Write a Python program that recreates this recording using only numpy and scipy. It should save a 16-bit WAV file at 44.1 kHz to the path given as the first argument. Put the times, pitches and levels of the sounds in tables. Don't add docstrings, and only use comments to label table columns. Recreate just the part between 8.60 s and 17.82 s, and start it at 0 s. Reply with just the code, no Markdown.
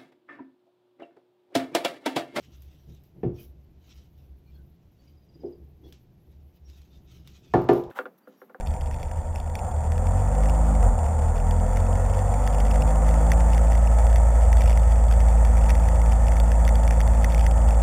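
import sys
import numpy as np
from scipy import signal
from scipy.fft import rfft, irfft, next_fast_len
from scipy.io import wavfile
from scipy.ndimage import uniform_filter1d, map_coordinates

SR = 44100
rng = np.random.default_rng(int(sys.argv[2]) if len(sys.argv) > 2 else 0)


def unload_wav(signal):
    wavfile.write(
        sys.argv[1],
        SR,
        np.round(np.clip(np.atleast_2d(signal).T, -1, 1) * 32767).astype(np.int16),
    )


def undo_db(level):
    steps = np.asarray(level, float) / 20
    return 10 ** steps


N = 406602


def unit(x):
    return x / np.sqrt(np.mean(x ** 2) + 1e-20)


def noise():
    return rng.standard_normal(N)


def along(points, hz):
    f, v = np.transpose(points)
    return np.interp(np.log(hz + 1), np.log(f + 1), v)


def curves(rows):
    s, *columns = np.transpose(rows)
    return [np.interp(np.arange(N) / SR, s, column) for column in columns]


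def wobble(rate):
    knots = rng.standard_normal(int(N * rate / SR) + 4)
    return map_coordinates(knots, [np.arange(N) * rate / SR])


def swells(rows):
    t = np.arange(N) / SR
    return sum(db * np.exp(-.5 * ((t - s) / half) ** 2) for s, half, db in rows)


def filtered(x, response):
    m = next_fast_len(N + SR // 2)
    return irfft(rfft(x, m) * response(np.fft.rfftfreq(m, 1 / SR)), m)[..., :N]


def coloured(x, spectrum):
    return filtered(x, lambda hz: undo_db(along(spectrum, hz)))


def resonate(x, table):
    def response(f):
        return np.sqrt(sum(undo_db(2 * db) / (1 + (2 * (f - c) / w) ** 2) ** 1.63 for c, w, db in table))
    return unit(filtered(x, response))


# time in seconds, firing rate in Hz.
SPEED = [(0, 27.6), (1.0, 27.6), (1.15, 36.4), (1.35, 40.9), (1.8, 51.3), (2.05, 54.1), (2.19, 51.6),
         (2.34, 41.6), (2.41, 38.1), (2.5, 37.2), (2.61, 39), (2.86, 40.7), (3.73, 48.5), (4.07, 51.2),
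         (4.81, 55.3), (5.64, 56.7), (6.95, 55.45), (9.22, 55.5)]


def crank():
    return np.cumsum(uniform_filter1d(curves(SPEED)[0], size=SR // 10, mode="nearest")) / SR


# time in seconds, engine bay roar in dB, throttle in dB.
LOAD = [(0, -39, -24), (.93, -39, -14), (1.05, -33.5, 1), (1.16, -35.5, -8), (1.45, -33.5, 4),
        (1.9, -31, 1), (2.12, -31, 6.5), (2.28, -31.5, -4), (2.55, -32, 0), (2.9, -32.5, 7),
        (3.6, -30.5, -3.5), (4.1, -30.5, 0), (4.55, -29, 5), (5.1, -31, 1), (5.5, -30, -13),
        (6.3, -32, -7.5), (7.0, -31.5, -0.5), (9.22, -31.5, -1)]


def load_db():
    return curves(LOAD)


# time in seconds, half length in seconds, swell in dB.
SHIFT = (2.262, 0.03, 3.5)


def jolt_db():
    return swells([SHIFT])


# Hz, level in dB.
BODY = [
    [(27, -37), (36.5, -35), (39, -28), (41, -22), (47.5, -23), (51, -18), (54, -18.5), (56.5, -15)],
    [(55, -40), (73, -25), (78, -24.5), (83, -27.5), (88, -25), (95, -24), (102, -39.5), (112, -35.5)],
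    [(83, -32.5), (110, -36), (122, -40), (142, -40), (150, -36), (157, -33), (164, -33.5), (170, -38)],
]
THROTTLE_SHARE = [0.039, 0.051, 0.29]
# Hz, level in dB.
FLOORPAN = [(100, -14), (165, -8.5), (212, -1), (236, -4.5), (258, -2), (290, -11.5), (318, -9), (336, -15),
            (385, -24)]
# time in seconds, half length in seconds, firing tone change in dB.
SURGES = [
    (1.2, 0.23, -5),
    (2.27, 0.034, 6.5),
    (2.52, 0.061, -6),
    (2.75, .06, 2),
    (4.12, .08, 0),
    (4.5, 0.07, 2),
]


def boom():
    upper_db = -39.5
    thin_db_per_hz = 0.33
    throttle_db = load_db()[1]
    turns = crank()
    rate_hz = SR * np.gradient(turns)
    below_cruise_hz = SPEED[-1][1] - rate_hz
    jolt = 0.26 * jolt_db()
    total = np.zeros(N)
    for order in range(1, 8):
        above_first = order - 1
        if order <= 3:
            level_db = along(BODY[above_first], order * rate_hz) + THROTTLE_SHARE[above_first] * throttle_db
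        else:
            thinning_db = (0.51 + thin_db_per_hz * below_cruise_hz) * (order - 4)
            level_db = upper_db + throttle_db - thinning_db + along(FLOORPAN, order * rate_hz)
        if order == 1:
            level_db = level_db + swells(SURGES)
        level_db = uniform_filter1d(level_db, size=SR // 25, mode="nearest") + jolt
        flicker_db = (.5 + .15 * above_first) * wobble(7)
        tone = np.sin(order * 2 * np.pi * turns - 0.91 * above_first ** 2)
        total += np.sqrt(2) * undo_db(level_db + flicker_db) * tone
    return total


# multiple of firing rate, dB over the other quarter orders.
ORDERS_DB = [(4.5, 1.5), (5.75, 16), (7.25, -3), (7.5, 5.5), (8, 5.5), (9, 9), (9.75, 12), (10, 17),
             (11, 16), (11.25, 0), (12, 18), (14, 12.5), (16, 13), (16.25, 8.5), (17, 9), (19, 6.5),
             (20, 13), (20.75, 6.5), (22, 10.5), (23, 15), (24, 8.5), (25, 3)]


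def clatter(turns):
    level_db = 2.0 + 4.7 * rng.standard_normal(4 * 32)
    level_db[:17] = -60
    for order, db in ORDERS_DB:
        level_db[round(4 * order)] = db
    phase = 2 * np.pi * rng.random(len(level_db))
    cycle = irfft(undo_db(level_db) * np.exp(1j * phase), 4096)
    return unit(np.interp(turns / 4 % 1, np.arange(4096) / 4096, cycle, period=1))


CYLINDERS = [-2, -11, -5, -7.5]
# Hz, width in Hz, level in dB.
BAY_MODES = [(158, 85, -0.5), (219.7, 14, 1), (245, 31, -6), (291, 36, -21), (428, 57, -10.5),
             (505.4, 45, 0), (547, 105, -3), (626, 50, -2.5), (702, 86, -0.5), (761, 43, 2), (817, 67, -4),
             (878.5, 27.5, 2), (939, 33, -1.5)]
# Hz, width in Hz, level in dB.
HIGH_MODES = [(1050, 108, -1.5), (1177, 66, -2.5), (1298, 60, 1), (1390, 57, -3), (1455, 95, -5),
              (1618, 140, -11)]
# Hz, width in Hz, level in dB.
WHIRR = [(932, 45, 6), (956, 20, -3)]


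def engine_bay():
    turns = crank() + 0.0026 * wobble(25)
    roar_db, throttle_db = load_db()
    strength = undo_db(np.take(CYLINDERS, turns.astype(int) % 4))
    gas = (1 + 0.81 * strength * np.exp(-3.2 * (turns % 1))) * noise()
    blows = clatter(turns)
    clean = np.clip((curves(SPEED)[0] - 17) / 75, 0, 1)

    def ringing(table, share):
        return np.sqrt(share) * resonate(blows, table) + np.sqrt(1 - share) * resonate(gas, table)

    hood = ringing(BAY_MODES, clean)
    block = undo_db(-13.5 + 0.12 * throttle_db) * ringing(HIGH_MODES, 0.75 * clean)
    whirr = undo_db(-49.5) * resonate(noise(), WHIRR)
    return undo_db(roar_db + jolt_db() + 0.5) * (hood + block) + whirr


# Hz, level in dB per Hz.
SHAKE = [(10, -50), (19, -11), (28, -25), (42, -1.5), (60, -10), (69, 1), (76, 4), (84, 1.5), (93, -9.5),
         (104, -17.5), (148, -17.5), (200, -45), (340, -34), (900, -120)]
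# time in seconds, half length in seconds, added shake in dB.
ROUGH_ROAD = [(0, 0.38, 4), (2.303, 0.16, 3.5), (2.997, 0.42, 2), (4.22, 0.036, 8.5), (4.75, 0.1, 3.5),
              (5.7, 0.27, 3.5), (6.003, 0.054, 7), (6.4, 0.27, 3), (7.15, .2, 4.5), (7.7, 0.12, 3.5),
              (8.55, .12, 3.5), (8.8, .1, 3.5), (9.08, 0.08, 5)]
# time in seconds, level in dB.
ROAD = [
    (0.0, -59),
    (0.72, -60.5),
    (1.74, -50.5),
    (2.52, -52.5),
    (4.36, -48),
    (5.55, -47),
    (6.37, -49.5),
    (6.96, -48),
    (9.22, -49),
]
# Hz, level in dB per Hz.
HISS = [(1000, -50), (1500, -14), (1750, 3.5), (1900, 2), (2300, -7), (2900, -15), (3100, -16), (3450, -9),
        (3700, -23), (4400, -41)]


def road():
    shake_db = -32.5 + swells(ROUGH_ROAD)
    shake = unit(coloured(noise(), SHAKE))
    power = abs(uniform_filter1d(shake ** 2, size=SR // 6))
    shake /= np.sqrt(power + .05) ** 0.77
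    hiss = undo_db(curves(ROAD)[0] + 0.99 * wobble(30)) * unit(coloured(noise(), HISS))
    return undo_db(shake_db + 2.04) * unit(shake) + hiss


# time in seconds, half length in seconds, drop level change in dB.
SQUALLS = [
    (.2, .2, 6),
    (.62, 0.072, -4),
    (2.6, 0.17, -1.5),
    (3.95, 0.11, 6),
    (5.69, .08, -14),
    (6.06, 0.11, 5),
    (7.1, 0.12, 3.5),
    (8.8, 0.08, 7.5),
]


def unplaced_drops():
    when, soft, pitch = rng.random((1000, 3)).T
    faint = np.c_[when * N / SR, -50 + 11 * when ** .5 - 16 * soft ** .7, 1750 + 1900 * pitch ** 1.5]
    when, soft, pitch = rng.random((110, 3)).T
    pace_db = np.interp(when * N / SR, *np.transpose(ROAD)) - ROAD[-1][1]
    stray_db = -35 + 1.6 * pace_db - 8 * soft
    stray = np.c_[when * N / SR, stray_db, 1800 + 1700 * pitch ** 2.5]
    drops = np.r_[stray, faint]
    drops[:, 1] += swells(SQUALLS)[(drops[:, 0] * SR).astype(int)]
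    return drops


# time in seconds, peak in dB, ring in Hz.
EARLY_DROPS = [(0.0093, -38, 1650), (0.0723, -39, 3570), (0.2105, -39, 3230), (0.3119, -36, 1870),
               (0.3431, -41, 2630), (0.4305, -34, 2390), (0.5137, -39, 1720), (0.7593, -34, 2700),
               (0.8009, -41, 3450), (0.8993, -47, 1960), (0.9544, -28.5, 2400), (0.9917, -38, 2710),
               (1.3202, -32.5, 2020), (1.38, -33, 1710), (1.47, -35, 2350), (1.8358, -33, 2170),
               (1.8579, -34, 2000), (1.897, -31, 2870), (2.2282, -35, 2000), (2.4635, -37.5, 2000),
               (2.5917, -38, 2280), (2.9101, -30, 3470), (3.1711, -29, 2190), (3.2018, -40, 2000),
               (3.3549, -36, 2150), (3.5917, -38, 2020), (3.7414, -35, 2370)]
# time in seconds, peak in dB, ring in Hz.
DROPS = [(3.876, -25.5, 1870), (4.0528, -35.5, 1980), (4.1587, -31, 2000), (4.49, -30, 1980),
         (4.541, -33, 2130), (4.7186, -17.5, 2020), (4.8065, -29.5, 2020), (4.98, -26, 2050),
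         (5.121, -30, 2020), (5.1524, -29.5, 2070), (5.5595, -25, 1990), (5.8097, -41, 2070),
         (5.9293, -24.5, 2000), (6.02, -27, 2020), (6.1192, -33, 1960), (6.175, -27, 2110),
         (6.5123, -27, 1600), (6.6043, -30, 2070), (7.1024, -23, 1950), (7.1525, -32, 2070),
         (7.287, -29, 1950), (7.417, -30.5, 2150), (7.721, -26, 2050), (7.918, -26, 1730),
         (8.0788, -22, 2030), (8.3087, -23.5, 1920), (8.4052, -22.5, 1950), (8.477, -28, 2020),
         (8.6449, -18.5, 2000), (8.8655, -21.5, 2020)]
# time in seconds, peak in dB, ring in Hz.
RIM_DROPS = [(4.1144, -32, 2700), (4.2218, -28, 2880), (4.9227, -37, 2650), (5.2737, -34.5, 2820),
             (5.3876, -33, 2330), (5.5016, -36, 3470), (5.9826, -39, 3470), (6.0086, -28, 2390),
             (6.097, -30, 2370), (6.129, -33, 2870), (6.525, -31, 3400), (6.8516, -33, 3500),
             (6.971, -33, 2290), (7.0948, -27, 2450), (7.1059, -25.5, 2770), (7.5182, -33, 2300),
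             (7.6832, -34, 2920), (7.7688, -29, 2230), (7.8006, -28.5, 3600), (8.0508, -31, 3450),
             (8.091, -26, 2130), (8.1553, -29, 3490), (8.2783, -26, 2330), (8.4136, -35, 3290),
             (8.7472, -25.5, 2250), (8.7795, -32, 2370), (8.9125, -33, 3270), (9.0888, -31, 2070),
             (9.1076, -32, 2710)]
# Hz, level in dB per Hz.
CASE = [(600, -65), (1300, -0.5), (1900, 5), (2600, 7.5), (3050, 1.5), (3450, 7), (3800, -2.5), (4400, -67)]


def rain():
    s, db, hz = np.r_[EARLY_DROPS, DROPS, RIM_DROPS, unplaced_drops()].T[..., None]
    t = np.arange(SR // 60) / SR

    def decay(t60_s):
        return undo_db(-60 * t / t60_s)

    ring = np.sin(2 * np.pi * hz * t) * decay(0.0073) * undo_db(-0.88 * along(CASE, hz))
    splash = rng.standard_normal((len(s), len(t))) * (.5 * decay(.006) + .2 * decay(.03))
    splash = splash * undo_db(-.3 * (db + 36))
    snap = 0.75 * decay(0.0017) * np.cos(2 * np.pi * 1.096 * hz * t)
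    tap = (1 - np.exp(-t / .0003)) * (ring + splash) + snap
    start = np.round((s - .0002) * SR).astype(int).clip(0)
    at = (start + np.arange(len(t))).ravel()
    taps = np.bincount(at, (undo_db(db + 7.5) * tap).ravel(), N + SR)[:N]
    return coloured(taps, CASE)


def scene():
    return (boom() + engine_bay() + road() + rain())[None]


def low_pass(x):
    return signal.sosfilt(signal.butter(12, 15820, fs=SR, output="sos"), x)


# Hz, level in dB.
ROLLOFF = [(20, 2), (3500, -1.5), (3620, 1), (3730, -0.5), (3960, 8), (4200, -20), (4600, -72)]
# Hz, level in dB.
TOP = [(20, -1), (11000, 0), (14900, -3), (15250, -13), (15500, -32), (15800, -52)]


def record(dry):
    slow = signal.resample_poly(coloured(dry, ROLLOFF), 80, 441, axis=1)
    held = signal.resample_poly(np.repeat(slow, 6, axis=1), 147, 160, axis=1)
    held = np.pad(held, ((0, 0), (0, 8)))[:, :N]
    return low_pass(coloured(held, TOP))


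dry = scene()
out = record(dry)
unload_wav(out)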